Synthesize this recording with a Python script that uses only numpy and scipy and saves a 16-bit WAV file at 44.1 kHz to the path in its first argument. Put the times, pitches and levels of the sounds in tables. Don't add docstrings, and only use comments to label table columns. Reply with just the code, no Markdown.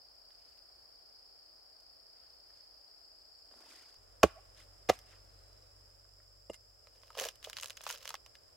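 import sys
import numpy as np
from scipy import signal
from scipy.fft import rfft, irfft
from scipy.io import wavfile
from scipy.ndimage import uniform_filter1d

SR = 44100
rng = np.random.default_rng(int(sys.argv[2]) if len(sys.argv) > 2 else 0)


def wav_out(sig):
    wavfile.write(sys.argv[1], SR, np.round(np.clip(np.atleast_2d(sig).T, -1, 1) * 32767).astype(np.int16))


N = 377496
T = np.arange(N) / SR
FREQS = np.maximum(np.arange(N // 2 + 1) * SR / N, 1)


def undb(db):
    return 10 ** (np.asarray(db) / 20)


def unit(x):
    return x / np.sqrt(np.mean(x ** 2))


def shape(points):
    hz, db = np.transpose(points)
    return np.interp(np.log(FREQS), np.log(hz), db)


def colour(x, db):
    cepstrum = irfft(db * np.log(10) / 20, N)
    cepstrum[1:N // 2] *= 2
    cepstrum[N // 2 + 1:] = 0
    response = np.exp(rfft(cepstrum))
    return irfft(rfft(x) * response, N)


def band(x, low_hz, high_hz):
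    edges = [low_hz, min(high_hz, SR / 2 - 100)]
    return signal.sosfilt(signal.butter(2, edges, "band", fs=SR, output="sos"), x)


def add(out, s, x):
    i = int(s * SR)
    out[..., i:i + x.shape[-1]] += x[..., :N - i]


def walk(rate):
    k = int(SR / rate)
    steps = np.repeat(rng.standard_normal(N // k + 1), k)[:N]
    return unit(uniform_filter1d(steps, k))


def ports(pair, split_hz):
    apart = 1 / (1 + (split_hz / FREQS) ** 2) / 2
    mid, side = rfft(pair) * np.sqrt([1 - apart, apart])
    return irfft(np.array([mid + side, mid - side]), N)


def ring(modes, gains, ring_ratio, pitch):
    t = T[:SR // 4]
    total = 0
    for (hz, db, t60), gain in zip(modes, gains):
        decay = np.exp(-np.log(1000) * t / (t60 * ring_ratio))
        total = total + gain * undb(db) * np.sin(2 * np.pi * hz * pitch * t) * decay
    return total


def swell(start_s, length_s, attack_s, release_s):
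    early, late = np.maximum(start_s - T, 0), np.maximum(T - start_s - length_s, 0)
    return np.exp(-np.minimum(early / attack_s + late / release_s, 20))


# f/Hz, relative level/dB per Hz
FIRST_AIR = [(20, -27), (50, -1.5), (100, -12), (160, -25), (330, -14.5), (700, -7.5), (950, -16),
             (1300, -15.5), (2200, -23), (3700, -26.5), (6300, -29), (8500, -25), (10500, -27),
             (16000, -28)]
SECOND_AIR = [(20, -12), (48, 2), (100, 0), (170, -16.5), (330, -10), (600, -3), (900, -14), (1250, -11.5),
              (2200, -19.5), (3700, -22.5), (6300, -23.5), (8500, -23), (10500, -28.5), (16000, -37.5)]


def air(spectrum, db, sway_db):
    level = undb(db + sway_db * walk(1.9))
    wash = ports(colour(rng.standard_normal((2, N)), shape(spectrum)), split_hz=53)
    return level * unit(wash)


# f/Hz, relative level/dB per Hz
FIRST_SONG = [(3900, -58), (4250, -16), (4500, 0), (4950, 5), (5300, 2.5), (5550, -9.5), (6100, -43),
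              (6900, -23), (7350, -16), (8000, -44)]
SECOND_SONG = [(4000, -40.5), (4450, -19.5), (4800, -4.5), (5050, -1.5), (5300, -2.5), (5550, -14),
               (6100, -32.5), (6900, -23.5), (7450, -19), (8000, -28)]


def insects(song, chorus_db, caller_db, pulse_hz, pan_db, stroke):
    left_right = np.array([[pan_db], [-pan_db]])
    phase = np.cumsum(pulse_hz * (1 + .006 * walk(4))) / SR % 1
    strokes = unit(np.exp(-((phase - .5) / stroke) ** 2 / 2))
    rasp = rng.standard_normal((2, N))
    repeated = rasp[:, np.round(phase * SR / pulse_hz).astype(int)]
    caller = strokes * unit(repeated + rasp / 2) * undb(caller_db + left_right / 2)
    chorus = rng.standard_normal((2, N)) * undb(.3 * walk(2) - left_right / 40)
    db = shape(song)
    return undb(chorus_db) * colour(chorus + caller, db) / np.sqrt(np.mean(undb(db) ** 2))


def high_insect(start_s=2.86, hz=7450, width_hz=480, db=-81):
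    voice = band(rng.standard_normal((2, N)), hz - width_hz / 2, hz + width_hz / 2)
    return undb(db) * unit(voice) * np.clip((T - start_s) / .2, 0, 1)


# t/s, firing rate f/Hz, relative level/dB
ENGINE_PATH = [(3.98, 45.5, -65.5), (4.4, 46.02, -63.5), (5, 47.57, -63), (5.8, 48.3, -65),
               (6.5, 48.4, -66.5), (7.2, 48.6, -72), (8.56, 48.58, -84)]


def engine(gain_db=-1, second_db=-4, third_db=-25):
    seconds, firing_hz, level_db = np.transpose(ENGINE_PATH)
    hz = np.interp(T, seconds, firing_hz)
    db = np.interp(T, seconds, level_db)
    turn = 2 * np.pi * np.cumsum(hz * (1 + 0.0097 * walk(6.7))) / SR
    hum = np.cos(turn) + undb(second_db) * np.cos(2 * turn) + undb(third_db) * np.cos(3 * turn)
    return unit(hum) * undb(gain_db + db + 1.1 * walk(12))


def bird(from_hz=4480, to_hz=3880, db=-80.5, flutter_db=-1.0):
    u = np.clip((T - 5.08) / .7, 0, 1)
    glide = (1 - u) ** 1.5
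    hz = to_hz + (from_hz - to_hz) * glide + 45 * walk(200)
    loudness = undb(db + flutter_db * walk(24.91)) * np.sqrt(np.abs(np.sin(np.pi * u)))
    return loudness * np.sin(2 * np.pi * np.cumsum(hz) / SR)


def forest(x, near_db=-15, near_t60=0.057, far_db=-35, far_t60=0.54):
    t = T[:SR]
    near, far = rng.standard_normal((2, 2, SR)) * (t > .001)
    near = band(near, 200, 14000) * np.exp(-np.log(1000) * t / near_t60)
    far = band(far, 900, 3500) * np.exp(-np.log(1000) * t / far_t60)
    echo = (undb(near_db) * unit(near) + undb(far_db) * unit(far)) / np.sqrt(SR)
    return x + signal.fftconvolve(np.broadcast_to(x, (2, N)), echo, axes=1)[:, :N]


def sided(x, hz=350, width_hz=110, shade_db=-6):
    dip = undb(shade_db * np.exp(-((FREQS - hz) / width_hz) ** 2))
    return np.array([irfft(rfft(x) * dip, N), x])


def chips(hz=2300, spread_octaves=0.65, cycles=7, size_db=3, count=5000):
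    out, t = np.zeros((2, N)), T[:SR // 50]
    times = rng.uniform(0, T[-1], count)
    for s, (tone, size, pan) in zip(times, rng.standard_normal((count, 3))):
        chip_hz = min(hz * 2 ** (spread_octaves * tone), SR / 3)
        tick = np.sin(2 * np.pi * chip_hz * t) * np.exp(-t * chip_hz / cycles)
        add(out, s, undb(size_db * size + 2 * pan * np.array([[1], [-1]])) * tick)
    return unit(out)


def debris(delay_s=0.017, db=-51, fall_s=.028, settle_db=-70, settle_s=0.082):
    level = np.zeros(N)
    for _, stuck_s, _, _ in CHOP_CUTS:
        level += undb(db) * swell(stuck_s + delay_s, 0, delay_s / 2, fall_s)
        level += undb(settle_db) * swell(stuck_s + delay_s, 0, delay_s / 2, settle_s)
    return level


# f/Hz, relative level/dB per Hz
PITH_TONE = [(120, -11.5), (260, 3), (500, -3), (1000, -6), (1900, -3.5), (4000, -3), (7000, -2),
             (11000, -7), (16000, -16.5)]
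# t/s at the height, relative level/dB, half length t/s, body level/dB, treble level/dB
BRUSH_STROKES = [(0.453, -78, 0.11, -11, 1), (2.23, -76.5, 0.075, -16, -12), (2.58, -77.5, 0.068, -10, 0),
                 (3.593, -78.5, 0.087, 19, 7), (3.775, -62.5, 0.095, -2.5, -2),
                 (4.603, -60, 0.029, -13.5, -4), (5.129, -62, 0.033, -6, -12.5)]


def brushing(body_hz=900, treble_hz=4500, debris_body_db=-2, debris_treble_db=-3, chips_db=-6):
    grains = rng.standard_normal((2, N))
    catches_db = 3.6 * np.minimum(rng.exponential(size=N), 6.5) + 2.8 * walk(110)
    rubbing = unit(ports(colour(grains * undb(catches_db), shape(PITH_TONE)), split_hz=1800))
    rustle = unit(rubbing + undb(chips_db) * chips())
    body, middle = band(rustle, 210, body_hz), band(rustle, body_hz, treble_hz)
    top = band(rustle, treble_hz, 19000)

    def tinted(body_db, treble_db):
        return middle - undb(body_db) * body - undb(treble_db) * top

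    out = debris() * tinted(debris_body_db, debris_treble_db)
    for s, db, half_s, body_db, treble_db in BRUSH_STROKES:
        stroke = np.exp(-np.minimum(((T - s) / half_s) ** 2 / 2, 20))
        out += undb(db) * stroke * tinted(body_db, treble_db)
    return out


# t/s, level/dB
SQUEAK = [(4.376, -52)]


def creak(half_s=0.011, hz=650, rise_hz=110, third_db=-19):
    s, db = SQUEAK[0]
    u = np.clip((T - s) / half_s, -6, 6)
    turn = 2 * np.pi * np.cumsum(hz + rise_hz * np.maximum(u, 0) + 30 * walk(450)) / SR
    return undb(db) * np.exp(-u ** 2 / 2) * (np.sin(turn) + undb(third_db) * np.sin(3 * turn))


# f/Hz, relative level/dB, time to fall 60 dB t/s (before the ring ratio)
BLADE_MODES = [(2100, -4, 0.055), (2843, 3, 0.035), (5110, -18, .03), (6860, -11, 0.05), (7620, -8, 0.064),
               (8500, -17, 0.055), (10840, -21, 0.11)]
# t/s, ring level/dB, scrape level/dB
BLADE_TAPS = [(4.2325, -33.5, -51.5), (6.4989, -49, -59), (6.533, -63, -52.5), (6.5424, -51.5, -50)]


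def blade(scrape_s=0.0076):
    out, t = np.zeros((2, N)), T[:SR // 10]
    for s, db, scrape_db in BLADE_TAPS:
        favour = undb(2 * rng.standard_normal(len(BLADE_MODES)))
        add(out, s, undb(db) * ring(BLADE_MODES, favour, 0.97, 1))
        scrape = unit(band(rng.standard_normal((2, len(t))), 595, 9700))
        add(out, s, undb(scrape_db) * np.exp(-t / scrape_s) * scrape)
    return out


# t/s of entry, t/s when it sticks, level/dB, growth of the bite/dB
CHOP_CUTS = [(4.232, 4.2334, -15, 1.5), (4.889, 4.8979, -20, 15.5)]
# f/Hz, relative level/dB per Hz
CUT_TONE = [(150, -28.5), (400, -12.5), (750, 8), (950, -9.5), (1170, 1), (1500, -8.5), (1900, -7),
            (2850, -5.5), (3500, -14), (5100, -13.5), (6800, -16), (8700, -28), (10700, -23), (16000, -32)]


def chops(grain_db=3, stop_s=0.0036, crumble_db=-22, crumble_s=0.017):
    force = np.zeros(N)
    for entry_s, stuck_s, db, growth_db in CHOP_CUTS:
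        after = np.maximum(T - stuck_s, 0)
        bite_s = [entry_s - .003, entry_s, stuck_s]
        bite_db = [db - growth_db - 34.5, db - growth_db, db]
        bite = undb(np.interp(T, bite_s, bite_db, left=-200))
        force += bite * (np.exp(-after / stop_s) + undb(crumble_db) * np.exp(-after / crumble_s))
    fibres = rng.standard_normal((2, N)) * undb(grain_db * rng.standard_normal(N))
    db = shape(CUT_TONE)
    cut = colour(unit(fibres) * force, db) / np.sqrt(np.mean(undb(db) ** 2))
    return ports(cut, split_hz=13000)


# f/Hz, relative level/dB, time to fall 60 dB t/s
TRUNK_MODES = [(72.6, -13, 0.56), (191, -12, 0.22), (354, -6.5, 0.16), (445, 5.5, 0.059),
               (629, -0.5, 0.071), (710, -2.5, 0.025), (1230, -11, 0.043), (1835, -25.5, 0.022),
               (2850, -19.5, .03)]
# t/s, relative level/dB, pitch ratio, ring ratio, bass level/dB
TRUNK_BLOWS = [(2.503, -54, 2.9, 0.52, -33), (4.2346, -20, 2.47, 0.49, -8.5),
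               (4.2385, -13.5, 0.94, 0.56, 0), (4.8918, -21.5, 1, 0.26, -8),
               (4.8984, -10.5, 1.12, 0.33, -12), (5.137, -52, 2.9, 0.49, -35),
               (6.049, -57, 2.5, 0.41, -34.5), (6.201, -51, 3, .45, -35), (6.497, -40.5, 1.07, 0.43, -7),
               (6.5003, -33, 1.01, 0.38, -7.5), (7.104, -39, 2.06, 0.43, -35), (7.171, -40, 1.1, 1.2, -26),
               (7.213, -36.5, 1.2, 1.3, -14), (7.256, -33.5, 1, 0.54, -29), (7.472, -36.5, 1.0, 0.73, -35),
               (7.867, -38, 1.4, .7, -41), (7.902, -35, 2.3, 0.82, -36), (8.105, -36, 2.06, 0.41, -20),
               (8.142, -30.5, 1.77, 0.46, -33)]


def knocks(contact_s=0.00056, bass_hz=400):
    out = np.zeros(N)
    push = signal.windows.hann(int(contact_s * SR) + 3)
    low_share = 1 / (1 + (np.array(TRUNK_MODES)[:, 0] / bass_hz) ** 4)
    signs = (-1) ** (np.arange(len(TRUNK_MODES)) // 2)
    friction = np.exp(-(T[:SR // 4] / .028) ** 2)
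    for s, db, pitch, ring_ratio, bass_db in TRUNK_BLOWS:
        thud = friction * ring(TRUNK_MODES, signs * undb(bass_db * low_share), ring_ratio, pitch)
        add(out, s, undb(db) * np.convolve(thud, push / push.sum()))
    return out


def shudder(jolt, jolts_per_s=500, pitch=1.124, ring_ratio=0.29, low_hz=430, high_hz=3000):
    tugs = rng.standard_normal(N) * (rng.random(N) < jolts_per_s / SR)
    wood = ring(TRUNK_MODES, (-1) ** np.arange(len(TRUNK_MODES)), ring_ratio, pitch)
    wood = band(band(wood, low_hz, high_hz), low_hz, high_hz)
    return signal.fftconvolve(unit(tugs) * jolt, wood / np.linalg.norm(wood))[:N]


# t/s when it starts to give, length t/s, relative level/dB, build-up t/s, jolt to the trunk/dB
HAND_PULLS = [(6.949, 0.26, -73.5, .1, -1.5), (7.19, 0.069, -39, 0.012, -7),
              (7.445, 0.052, -58, 0.0054, -13), (7.576, 0.14, -66.5, 0.027, -11),
              (7.874, 0.058, -48, 0.026, -23), (8.052, 0.07, -57.5, 0.15, -15)]


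def pull(release_s=.018):
    efforts = np.array([undb(db) * swell(s, length_s, build_s, release_s)
                        for s, length_s, db, build_s, _ in HAND_PULLS])
    jolt_gains = undb(np.array(HAND_PULLS)[:, 4])
    return efforts.sum(axis=0), jolt_gains @ efforts


def small_snaps(effort, gap_s=.014, over_db=36, top_db=-15, scatter_db=3, tint_db=5, body_db=-4,
                count=120):
    rows = []
    chance = rng.standard_normal((count, 4))
    for k, (late, size, body, treble) in enumerate(chance):
        s = min(HAND_PULLS[0][0] + gap_s * (k + late / 2), T[-1])
        db = min(over_db + 20 * np.log10(effort[int(s * SR)]), top_db)
        rows.append((s, db + scatter_db * size, body_db + tint_db * body, tint_db * treble))
    return rows


# t/s, relative level/dB, body level/dB, treble level/dB
SINGLE_TICKS = [(0.3057, -29, -11, -16), (0.5753, -36, -12, 7), (1.8047, -45.5, 2, 18),
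                (3.513, -41.5, 28, -8), (3.539, -37.5, 21.5, -4), (3.943, -30.5, 6, 3),
                (4.99, -23.5, -9, 6.5), (6.8713, -24, 9.5, -6.5), (7.034, -21.5, 7, -11),
                (7.104, -24.5, 6, -5), (7.152, -19, 11, -4), (7.1892, -0.5, -9, -7),
                (7.1987, -1.5, -11, 2.5), (7.2196, -8, 3, 0), (7.239, -5, 7, -1), (7.2872, -4.5, -2, -0.5),
                (7.357, -28.5, -18, 8), (7.4283, -15, -17.5, -7), (7.4431, -15, -12, 4),
                (7.447, -6.5, -9, -8), (7.4986, -13.5, 9, 5.5), (7.5312, -7.5, -5, -6),
                (7.5687, -2, -21, -12), (7.5751, -9, -12, -6), (7.586, -4, -10, -11),
                (7.5994, -8.5, -20, -5), (7.6115, -23.5, -18, 17), (7.6261, -7.5, -19, -1),
                (7.6327, -3.5, -2.5, -1), (7.6436, -15, 12.5, 9), (7.659, -9.5, -6, 3.5),
                (7.6828, -18.5, -14, 6), (7.6982, -11.5, -3, -1), (7.705, -8, 0.5, -4),
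                (7.7704, -18, -11, 7.5), (7.774, -10.5, -10, -17), (7.8085, -15, 8.5, -17),
                (7.8366, -20, 8, 6), (7.8663, -5.5, 13, -9), (7.8912, -9, -8, 5.5), (7.8962, -3.5, -6, -18),
                (7.9015, -1.5, 7.5, -4), (7.9095, -8.5, -16, 6), (7.9262, -6.5, -17, -2),
                (7.9595, -12, -8, -14), (8.0298, -19, 2, 1), (8.055, -6.5, 1.5, -7), (8.077, -5.5, -6, -3),
                (8.092, -9.5, -10, 5.5), (8.1045, -7.5, 2, -4), (8.1421, -10.5, 12.5, 3.5),
                (8.153, -6.5, -7, -16.5), (8.2624, -17.5, 0, -3), (8.3535, -16, -9, -13.5)]


def snaps(effort, gain_db=2, onset_s=0.00031, break_s=0.00089, splinter_db=-17, splinter_s=0.0082):
    body, crack, treble = parts = np.zeros((3, 2, N))
    t = T[:SR // 40] - 1 / 200
    after = np.maximum(t, 0)
    fall = np.exp(-after / break_s) + undb(splinter_db) * np.exp(-after / splinter_s)
    breaking = np.exp(np.minimum(t, 0) / onset_s) * fall
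    for s, db, body_db, treble_db in small_snaps(effort) + list(SINGLE_TICKS):
        burst = rng.standard_normal((2, len(t))) * breaking
        burst /= np.sqrt(np.sum(burst ** 2, axis=1, keepdims=True))
        for part, tint_db in zip(parts, (body_db, 0, treble_db)):
            add(part, s + t[0], undb(gain_db + db + tint_db) * burst)
    return band(body, 350, 1350) - band(crack, 1290, 4670) + band(treble, 5860, 13600)


def fraying(db=-47, before_s=.004, after_s=0.006):
    out, t = np.zeros(N), T[:SR // 10] - 1 / 20
    halo = np.exp(np.minimum(t / before_s, -t / after_s))
    for s, tick_db, _, _ in SINGLE_TICKS:
        add(out, s + t[0], undb(db + tick_db) * halo)
    return out


def tearing(effort, grains_per_s=7000, spread_db=3.0, gain_db=11.5, dull_hz=6000, treble_db=-3):
    sizes = undb(spread_db * np.minimum(rng.exponential(size=N), 5))
    sizes = sizes * (rng.random(N) < grains_per_s / SR)
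    grains = unit(sizes * rng.standard_normal((2, N)))
    strength = np.hypot(effort, fraying()) * undb(gain_db + 2 * walk(130))
    return colour(grains * strength, shape([(700, 3), (2000, 0), (dull_hz, treble_db)]))


# f/Hz, relative level/dB per Hz
FIBRE_TONE = [(150, -31), (250, -33.5), (348, -33), (393, -32.5), (476, -15), (607, -12), (761, -19),
              (1080, -12.5), (2320, -12), (2910, -8), (3650, -11.5), (5440, -8), (8550, -17),
              (14700, -16.5), (16000, -15)]
# f/Hz, width f/Hz, boost level/dB
SPLINTER_PEAKS = [(580, 160, 3), (1080, 160, 2), (2900, 400, 2), (3940, 400, 1.5), (6490, 600, 2)]


def torn_fibres(effort):
    wood_db = shape(FIBRE_TONE)
    for hz, width_hz, db in SPLINTER_PEAKS:
        wood_db = wood_db + db / (1 + (2 * (FREQS - hz) / width_hz) ** 2)
    return ports(colour(snaps(effort) + tearing(effort), wood_db), split_hz=4800)


def scene(move_s=3.972):
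    effort, jolt = pull()
    fibres = torn_fibres(effort) + chops()
    trunk = sided(knocks() + shudder(jolt) + creak())
    work = forest(fibres + trunk) + blade() + brushing()
    left_caller = dict(caller_db=-5.5, pulse_hz=29.6, pan_db=7, stroke=.11)
    right_caller = dict(caller_db=-9.5, pulse_hz=21.4, pan_db=-8, stroke=.07)
    first = insects(FIRST_SONG, chorus_db=-61.5, **left_caller)
    first = first + air(FIRST_AIR, db=-68.5, sway_db=-0.13)
    second = insects(SECOND_SONG, chorus_db=-65.0, **right_caller)
    second = second + air(SECOND_AIR, db=-67.5, sway_db=-1.5) + engine() + bird()
    background = high_insect() + np.where(T < move_s, first, second)
    return work * undb(np.array([[-.7], [.7]])) + background


def record(dry):
    return signal.sosfilt(signal.ellip(10, .2, 70, 15950, fs=SR, output="sos"), dry)


dry = scene()
out = record(dry)
wav_out(out)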